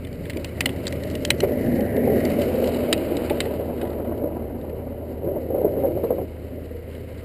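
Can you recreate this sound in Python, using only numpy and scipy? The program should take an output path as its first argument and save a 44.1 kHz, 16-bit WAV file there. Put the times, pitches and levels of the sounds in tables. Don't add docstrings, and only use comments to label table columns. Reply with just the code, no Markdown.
import sys
import numpy as np
from scipy import signal
from scipy.fft import rfft, irfft
from scipy.io import wavfile
from scipy.ndimage import uniform_filter1d

SR = 44100
rng = np.random.default_rng(int(sys.argv[2]) if len(sys.argv) > 2 else 0)


def output_pcm(signal):
    pcm = np.clip(np.atleast_2d(signal).T, -1, 1) * 32767
    wavfile.write(sys.argv[1], SR, np.round(pcm).astype(np.int16))


def attenuation_scalar(level_db):
    decades = np.asarray(level_db, float) / 20
    return 10 ** decades


N = 319284
NEAREST_S, TURN_S = 1.87, 2.27


def evened(x):
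    return x / np.sqrt(np.mean(x ** 2) + 1e-20)


def columns(rows):
    s, *values = np.transpose(rows)
    return [np.interp(np.arange(N) / SR, s, v) for v in values]


def colour(x, points):
    f, level_db = np.transpose(points)
    hz = np.fft.rfftfreq(N, 1 / SR)
    gain_db = np.interp(np.log(hz + 1), np.log(f), level_db, -90, -90)
    return evened(irfft(rfft(x) * attenuation_scalar(gain_db), N))


def resonate(x, hz, width):
    turn = np.exp(2j * np.pi * np.cumsum(hz * np.ones(len(x))) / SR)
    r = np.exp(-np.pi * width / SR)
    return 2 * (turn * signal.lfilter([1 - r], [1, -r], x / turn)).real


def steep_ring(x, hz, width, second_width):
    return evened(resonate(resonate(x, hz, width), hz, second_width))


def drift(hz):
    low_pass = signal.butter(2, hz, fs=SR, output="sos")
    return evened(signal.sosfilt(low_pass, rng.standard_normal(N)))


def grain(per_s, spread_db, wash):
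    struck = rng.random(N) < per_s / SR
    sign = rng.choice([-1., 1.], N)
    size = np.minimum(rng.exponential(1, N), 4)
    return evened(struck * sign * attenuation_scalar(spread_db * size)) + wash * rng.standard_normal(N)


# f/Hz, level/dB per Hz
SHELL = [(160, -53.5), (270, -4), (328, 4), (367, -0.5), (466, 4), (537, -5), (595, -5), (714, -20),
         (780, -18), (1010, -39), (1720, -120)]
# f/Hz, width/Hz, level/dB
SHELL_MODES = [(381.8, 50, -1), (552.8, 41.5, 4), (640, 89, 3)]
# f/Hz, width/Hz, level/dB
DRUM = [(239.9, 11.5, -1.5), (260, 74, -0.5), (222.3, 23, -6)]
# f/Hz, level/dB per Hz
FRAME = [(53, -31), (90, 2.5), (156, 1), (204, -1.5), (215, -14), (280, 1), (470, -120)]
# f/Hz, level/dB per Hz
RIM = [(410, -25.5), (700, -2.5), (896, -10), (978, -6.5), (1040, -14.5), (1570, -20.5), (1830, -28),
       (2600, -34.5), (3380, -59), (5720, -120)]
# t/s, rattle level/dB, sideways skid level/dB
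ROLL = [(0.0, -40, -2), (0.33, -36, -4), (0.54, -36.5, 4), (0.76, -32, -0.5), (1.17, -31, -8),
        (1.5, -26, -1), (1.77, -22.5, -6), (2.0, -23.5, 0), (2.13, -19.5, -9), (2.42, -21.5, -2.5),
        (2.9, -23.5, -0.5), (3.27, -26, 3), (3.75, -29, 6), (4.21, -28.5, 5.5), (4.68, -33.5, 4.5),
        (5.2, -34.5, 3.5), (6.3, -38, -0.5), (7.24, -39.5, -3.5)]


def wheels():
    roll_db, skid_db = columns(ROLL)
    t = np.arange(N) / SR
    far, shake = far_slide(), jolts()
    near = np.exp(-((t - NEAREST_S) / 0.46) ** 2)
    road = grain(per_s=700, spread_db=2.5, wash=1.0) * attenuation_scalar(0.75 * drift(25))

    modes = sum(attenuation_scalar(db) * resonate(road, hz * (1 + 0.038 * drift(3.0)), w) for hz, w, db in SHELL_MODES)
    shell = colour(road + 0.5 * evened(modes), SHELL)
    shell_gain = attenuation_scalar(roll_db) + attenuation_scalar(-2.5) * far + shake
    far_ring = attenuation_scalar(-9) * far * steep_ring(road, 544, 57, 3 * 57)

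    drum = evened(sum(attenuation_scalar(db) * steep_ring(road, hz, w, 3 * w) for hz, w, db in DRUM))
    drum_gain = attenuation_scalar(-7.5 + 5.5 * near) * (attenuation_scalar(roll_db) + attenuation_scalar(-15) * far)

    frame_db = -18.5 - 3.5 * near ** 4 - 3.5 * np.tanh((t - TURN_S) / 0.26)
    frame_gain = attenuation_scalar(frame_db) * (attenuation_scalar(roll_db) + far) ** 0.56

    rim = colour(road * attenuation_scalar(2.0 * drift(21)), RIM)
    rim_gain = attenuation_scalar(-19.5) * (attenuation_scalar(roll_db + skid_db + 0.63 * scuffs()) + attenuation_scalar(-2) * far + shake)
    body = shell_gain * shell + far_ring + drum_gain * drum
    return body + frame_gain * colour(road, FRAME) + rim_gain * rim


# t/s, rattle level/dB
FAR_SLIDE = [
    (5.235, -27),
    (5.361, -31.5),
    (5.409, -40.5),
    (5.53, -25),
    (5.68, -29.5),
    (5.88, -24.5),
    (6.01, -36.5),
    (6.2, -32),
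    (6.28, -51),
]


def far_slide():
    s, level_db = np.transpose(FAR_SLIDE)
    return uniform_filter1d(attenuation_scalar(np.interp(np.arange(N) / SR, s, level_db, -90, -90)), size=600)


# t/s, length/s, boost level/dB
SCUFFS = [
    (1.44, 0.012, 18),
    (1.497, 0.0081, 8),
    (2.273, 0.075, 3),
    (3.818, 0.035, 6),
    (3.898, .04, 1.5),
    (4.076, .06, 2.5),
    (6.07, 0.035, 4),
    (6.93, 0.046, 5),
]


def scuffs():
    t = np.arange(N) / SR
    return sum(db * np.exp(-((t - s) / length) ** 2) for s, length, db in SCUFFS)


# t/s, peak level/dB, f/Hz, t60/s
BUMPS = [(0.363, -6, 315, 0.03), (0.662, -8.5, 262, 0.28), (0.935, -17, 278, 0.027),
         (1.142, -12, 303, 0.063), (1.432, 2, 392, 0.039), (1.438, 0, 590, 0.015), (1.491, -9, 478, 0.053),
         (1.792, -6.5, 575, 0.12), (2.075, -1.5, 554, 0.13), (2.12, 1.5, 352, 0.096),
         (3.118, -34, 567, 0.15), (3.309, 0, 577, 0.063), (3.597, -10.5, 553, 0.033), (3.83, -6, 576, 0.08),
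         (4.239, -4.5, 290, 0.039), (5.241, -9, 420, 0.13), (5.363, -11, 596, 0.035),
         (5.504, -12, 563, 0.092), (5.546, -2, 540, 0.04), (5.581, -5, 537, 0.046),
         (5.616, -3.5, 507, 0.031), (5.648, 5.5, 410, 0.039), (5.774, -9.5, 520, 0.08),
         (5.837, 0, 542.5, 0.12), (5.869, -17, 462, 0.044), (5.974, -6, 573, 0.02), (6.037, -1, 466, 0.1),
         (6.104, 1, 505, 0.11), (6.183, -7, 538, 0.12), (6.214, -16, 550, 0.037)]


def bumps():
    out, t = np.zeros(N), np.arange(6000) / SR
    for (s, peak_db, hz, t60), u in zip(BUMPS, rng.random((len(BUMPS), 6000))):
        tones = np.sin(2 * np.pi * hz * t)
        tones += 0.3 * np.sin(2 * np.pi * (hz * (1.25 + 0.247 * u[0]) * t + u[1]))
        tones += 0.22 * np.sin(2 * np.pi * hz * 0.416 * t)
        thud = tones * attenuation_scalar(-60 * t / max(t60, 0.02)) * (1 - np.exp(-t / 0.0017)) ** 2
        snap = (u - 0.5) * attenuation_scalar(-60 * t / 0.065) * (1 - np.exp(-t / 0.003))
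        knock = steep_ring(snap, 830, 350, 500)
        knock_db = -16 if s > 6 else -23.5
        hit = thud / abs(thud).max() + attenuation_scalar(knock_db) * knock / abs(knock).max()
        add(out, s - 0.0025, attenuation_scalar(peak_db - 13.0) * hit)
    return out


def jolts():
    out, t = np.zeros(N), np.arange(9000) / SR
    for s, peak_db, hz, t60 in BUMPS:
        add(out, s, attenuation_scalar(peak_db - 25 - 60 * t / 0.12))
    return uniform_filter1d(out, size=200)


def add(mix, s, sound):
    part = mix[round(s * SR):][:len(sound)]
    part += sound[:len(part)]


# f/Hz, level/dB per Hz
COARSE_TONE = [(790, -7), (1350, -4.5), (2210, -9), (2660, -6.5), (3050, -6.5), (3350, -24), (4360, -43),
               (7370, -120)]
# f/Hz, level/dB per Hz
FINE_TONE = [(1940, -31.5), (3300, -8), (3450, -7.5), (3860, -2.5), (4520, -4.5), (5170, -4), (5310, -7),
             (5990, -10.5), (7790, -53), (13200, -120)]
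# t/s, level/dB
SAND = [(0.0, -52.5), (0.7, -47), (1.01, -46), (1.95, -47.5), (2.24, -41.5), (2.8, -39.5), (3.17, -43),
        (3.29, -41), (3.53, -46), (3.88, -53.5), (4.45, -56.5), (5.38, -56), (5.81, -52.5), (6.71, -54.5),
        (7.14, -53), (7.24, -49)]
# t/s, share level/dB, f/Hz
SQUEAL = [
    (0.0, -5, 2230),
    (1.01, -5.5, 2020),
    (1.33, -5, 2050),
    (1.73, 4, 1906),
    (1.95, 5.5, 1830),
    (2.3, -1.5, 2120),
    (2.6, -14, 2150),
    (3.4, -14, 2043),
    (4.3, -7.5, 2050),
]


def scrape():
    (coarse_db,), (squeal_db, squeal_hz) = columns(SAND), columns(SQUEAL)
    fine_db = coarse_db - 10 - 0.75 * np.maximum(squeal_db - 3.5, 0)

    crushed = grain(per_s=200, spread_db=1.5, wash=0) * attenuation_scalar(2.4 * drift(11.0))
    burst = rng.standard_normal(400) * attenuation_scalar(-60 * np.arange(400) / SR / 0.032)
    crackle = evened(signal.oaconvolve(crushed, burst)[:N])
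    catch_db = scuffs()
    hiss = rng.standard_normal(N) * attenuation_scalar(1.03 * drift(34) + 0.5 * catch_db)
    sand = hiss + attenuation_scalar(-6.5 + catch_db) * crackle

    squeal_hz = squeal_hz * (1 + 0.029 * drift(13.5))
    squeal = steep_ring(sand, squeal_hz, 600, 600)
    core = evened(resonate(sand, squeal_hz * (1 + 0.04 * drift(4)), 91))
    squeal = squeal + attenuation_scalar(-9.5) * core

    spit_db = np.where(np.arange(N) / SR < NEAREST_S, -1, -6)
    coarse = evened(colour(sand, COARSE_TONE) + attenuation_scalar(squeal_db) * squeal)
    return attenuation_scalar(coarse_db) * coarse + attenuation_scalar(fine_db) * colour(sand + attenuation_scalar(spit_db) * crackle, FINE_TONE)


# f/Hz, width/Hz, level/dB
CASE = [(2030, 280, 4), (2530, 470, -1.5), (2950, 220, 2), (3430, 1600, -0.5), (3950, 340, -4),
        (4650, 700, -5.5), (1400, 1700, -9.5), (5840, 690, -7.5)]
# t/s, peak level/dB, low ring f/Hz, high ring f/Hz, upper part level/dB
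GRIT = [(0.298, -24, 2060, 4050, -9), (0.3035, -27, 2000, 4100, -6), (0.3712, -27.5, 2310, 4650, -5),
        (0.4458, -21.5, 2600, 4300, -1.5), (0.6073, -11, 2070, 4650, -4.5), (0.6585, -10, 2850, 4100, -7.5),
        (0.6921, -25, 2870, 3400, -15), (0.8698, -17, 2000, 4110, 15), (0.8792, -19.5, 2190, 4650, 11),
        (0.925, -24.5, 2180, 3850, -9), (1.153, -25.5, 2900, 3700, 1), (1.251, -13, 3130, 4260, 5),
        (1.3046, -5, 1980, 3950, -1), (1.4045, -16.5, 2950, 4030, 3), (2.2526, -24.5, 2050, 4550, 2),
        (2.4169, -26, 2763, 4470, -3), (2.6423, -28, 2900, 3870, -4), (2.675, -27.5, 1910, 4730, 15),
        (2.9283, -5, 2580, 3810, 8), (2.9784, -29.5, 2930, 3780, -1), (3.169, -22, 2050, 3796, 4.5),
        (3.2984, -23.5, 2310, 3630, -8), (3.4045, -10.5, 2670, 3840, 3.5), (3.814, -31.5, 1550, 3530, -30)]
# t/s, peak level/dB, upper part level/dB
TICKS = [(0.0488, -36, -16), (0.0722, -38, -12), (0.1291, -37.5, 1), (0.239, -45, 2), (0.255, -35.5, -20),
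         (0.3336, -36, -13), (0.855, -34, -13), (1.036, -29, 3), (1.101, -33, -2), (1.483, -42, -10),
         (1.5199, -40, -22), (1.6623, -36, -9), (1.725, -40, -25), (1.8074, -31.5, -7), (1.9655, -31, -25),
         (2.7456, -30.5, 3), (3.4554, -32.5, -5), (3.7758, -45, -15), (3.8526, -40, -17), (3.872, -41, -19),
         (3.903, -42, 0), (3.93, -41.5, -5), (4.045, -49, -27), (4.1776, -45, -3), (4.2388, -46, 1),
         (4.6136, -45, 7), (4.696, -42, -11), (6.045, -43, 6), (6.9144, -47, -12), (6.9496, -46, -18)]


def grit():
    out, t = np.zeros(N), np.arange(2600) / SR
    bends = 1 + 0.1 * rng.uniform(-1.34, 1, (len(TICKS), 2))
    ticks = [(s, db, 2050 * a, 4110 * b, up_db) for (s, db, up_db), (a, b) in zip(TICKS, bends)]
    snaps = list(GRIT) + ticks
    noises = rng.standard_normal((len(snaps), 2600))
    for (s, peak_db, low_hz, high_hz, high_db), noise in zip(snaps, noises):
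        longer, ring_db = (1.6, 6.5) if s > TURN_S else (1, 8)
        fall_db = -60 * t / (0.043 * longer)
        crush = 1 + attenuation_scalar(1) * np.exp(-(t / (0.0052 * longer)) ** 4)
        crack = noise * np.minimum(t / 0.0012, 1) * crush * attenuation_scalar(fall_db)
        quick = crack * attenuation_scalar(1.4 * fall_db)
        low = sum(attenuation_scalar(db) * resonate(crack, f, w) for f, w, db in CASE if f < 3400)
        high = sum(attenuation_scalar(db) * resonate(quick, f, w) for f, w, db in CASE if f > 3400)
        low = resonate(low, 2560, 3100)
        low = evened(low + attenuation_scalar(ring_db) * resonate(resonate(crack, low_hz, 400), low_hz, 400))
        high = evened(high + attenuation_scalar(ring_db) * resonate(resonate(quick, high_hz, 450), high_hz, 450))
        body = attenuation_scalar(-17.5) * steep_ring(crack, 830, 700, 700)
        ring = low + attenuation_scalar(high_db) * high + body
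        add(out, s - 0.0012, attenuation_scalar(peak_db + 3.0) * ring / abs(ring).max())
    return out


# t/s, firing f/Hz, level/dB
ENGINE = [
    (0.0, 81.8, -40.5),
    (1.2, 79, -37.5),
    (2.1, 80, -37.5),
    (2.7, 78.86, -39),
    (4.45, 78.3, -39),
    (4.7, 79.77, -39),
    (7.24, 79.57, -39.5),
]
# multiple of the firing rate, level/dB
ENGINE_ORDERS = [(0.499, -14), (0.999, 2), (1.37, -5.5)]
# f/Hz, level/dB per Hz
AIR = [(11, -50.5), (18, -12), (32, -1.5), (65, 2), (100, -19), (130, -34), (220, -120)]


def distance():
    hz, level_db = columns(ENGINE)
    turns = np.cumsum(hz * (1 + 0.014 * drift(5.3))) / SR
    hum = sum(attenuation_scalar(db + 1.36 * drift(8.3)) * np.sin(2 * np.pi * k * turns) for k, db in ENGINE_ORDERS)
    return np.sqrt(2) * attenuation_scalar(level_db) * hum + attenuation_scalar(-47) * colour(rng.standard_normal(N), AIR)


def scene():
    return (wheels() + scrape() + grit() + bumps() + distance())[None]


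def top_cut(x):
    return signal.sosfilt(signal.butter(12, 16510, fs=SR, output="sos"), x)


# t/s, level/dB
TOP = [
    (0.1, -10.5),
    (1.5, -3),
    (2.66, -7),
    (2.76, -22),
    (3.1, -21),
    (4.5, -9.5),
]


def record(dry):
    hold_hz, steps = 12000, 4
    top = signal.oaconvolve(dry, signal.firwin(101, 5110, pass_zero=False, fs=SR)[None], "same")
    thinned = dry + (attenuation_scalar(columns(TOP)[0]) - 1) * top
    loose = signal.firwin(3001, 6730, fs=SR * hold_hz // np.gcd(SR, hold_hz))
    slow = signal.resample_poly(thinned, hold_hz, SR, axis=1, window=loose)
    held = signal.resample_poly(np.repeat(slow, steps, axis=1), SR, hold_hz * steps, axis=1)
    edge = signal.firwin(255, 15350, window=("kaiser", 5), fs=SR)
    return top_cut(signal.oaconvolve(held[:, :N], edge[None], "same"))


dry = scene()
out = record(dry)
output_pcm(out)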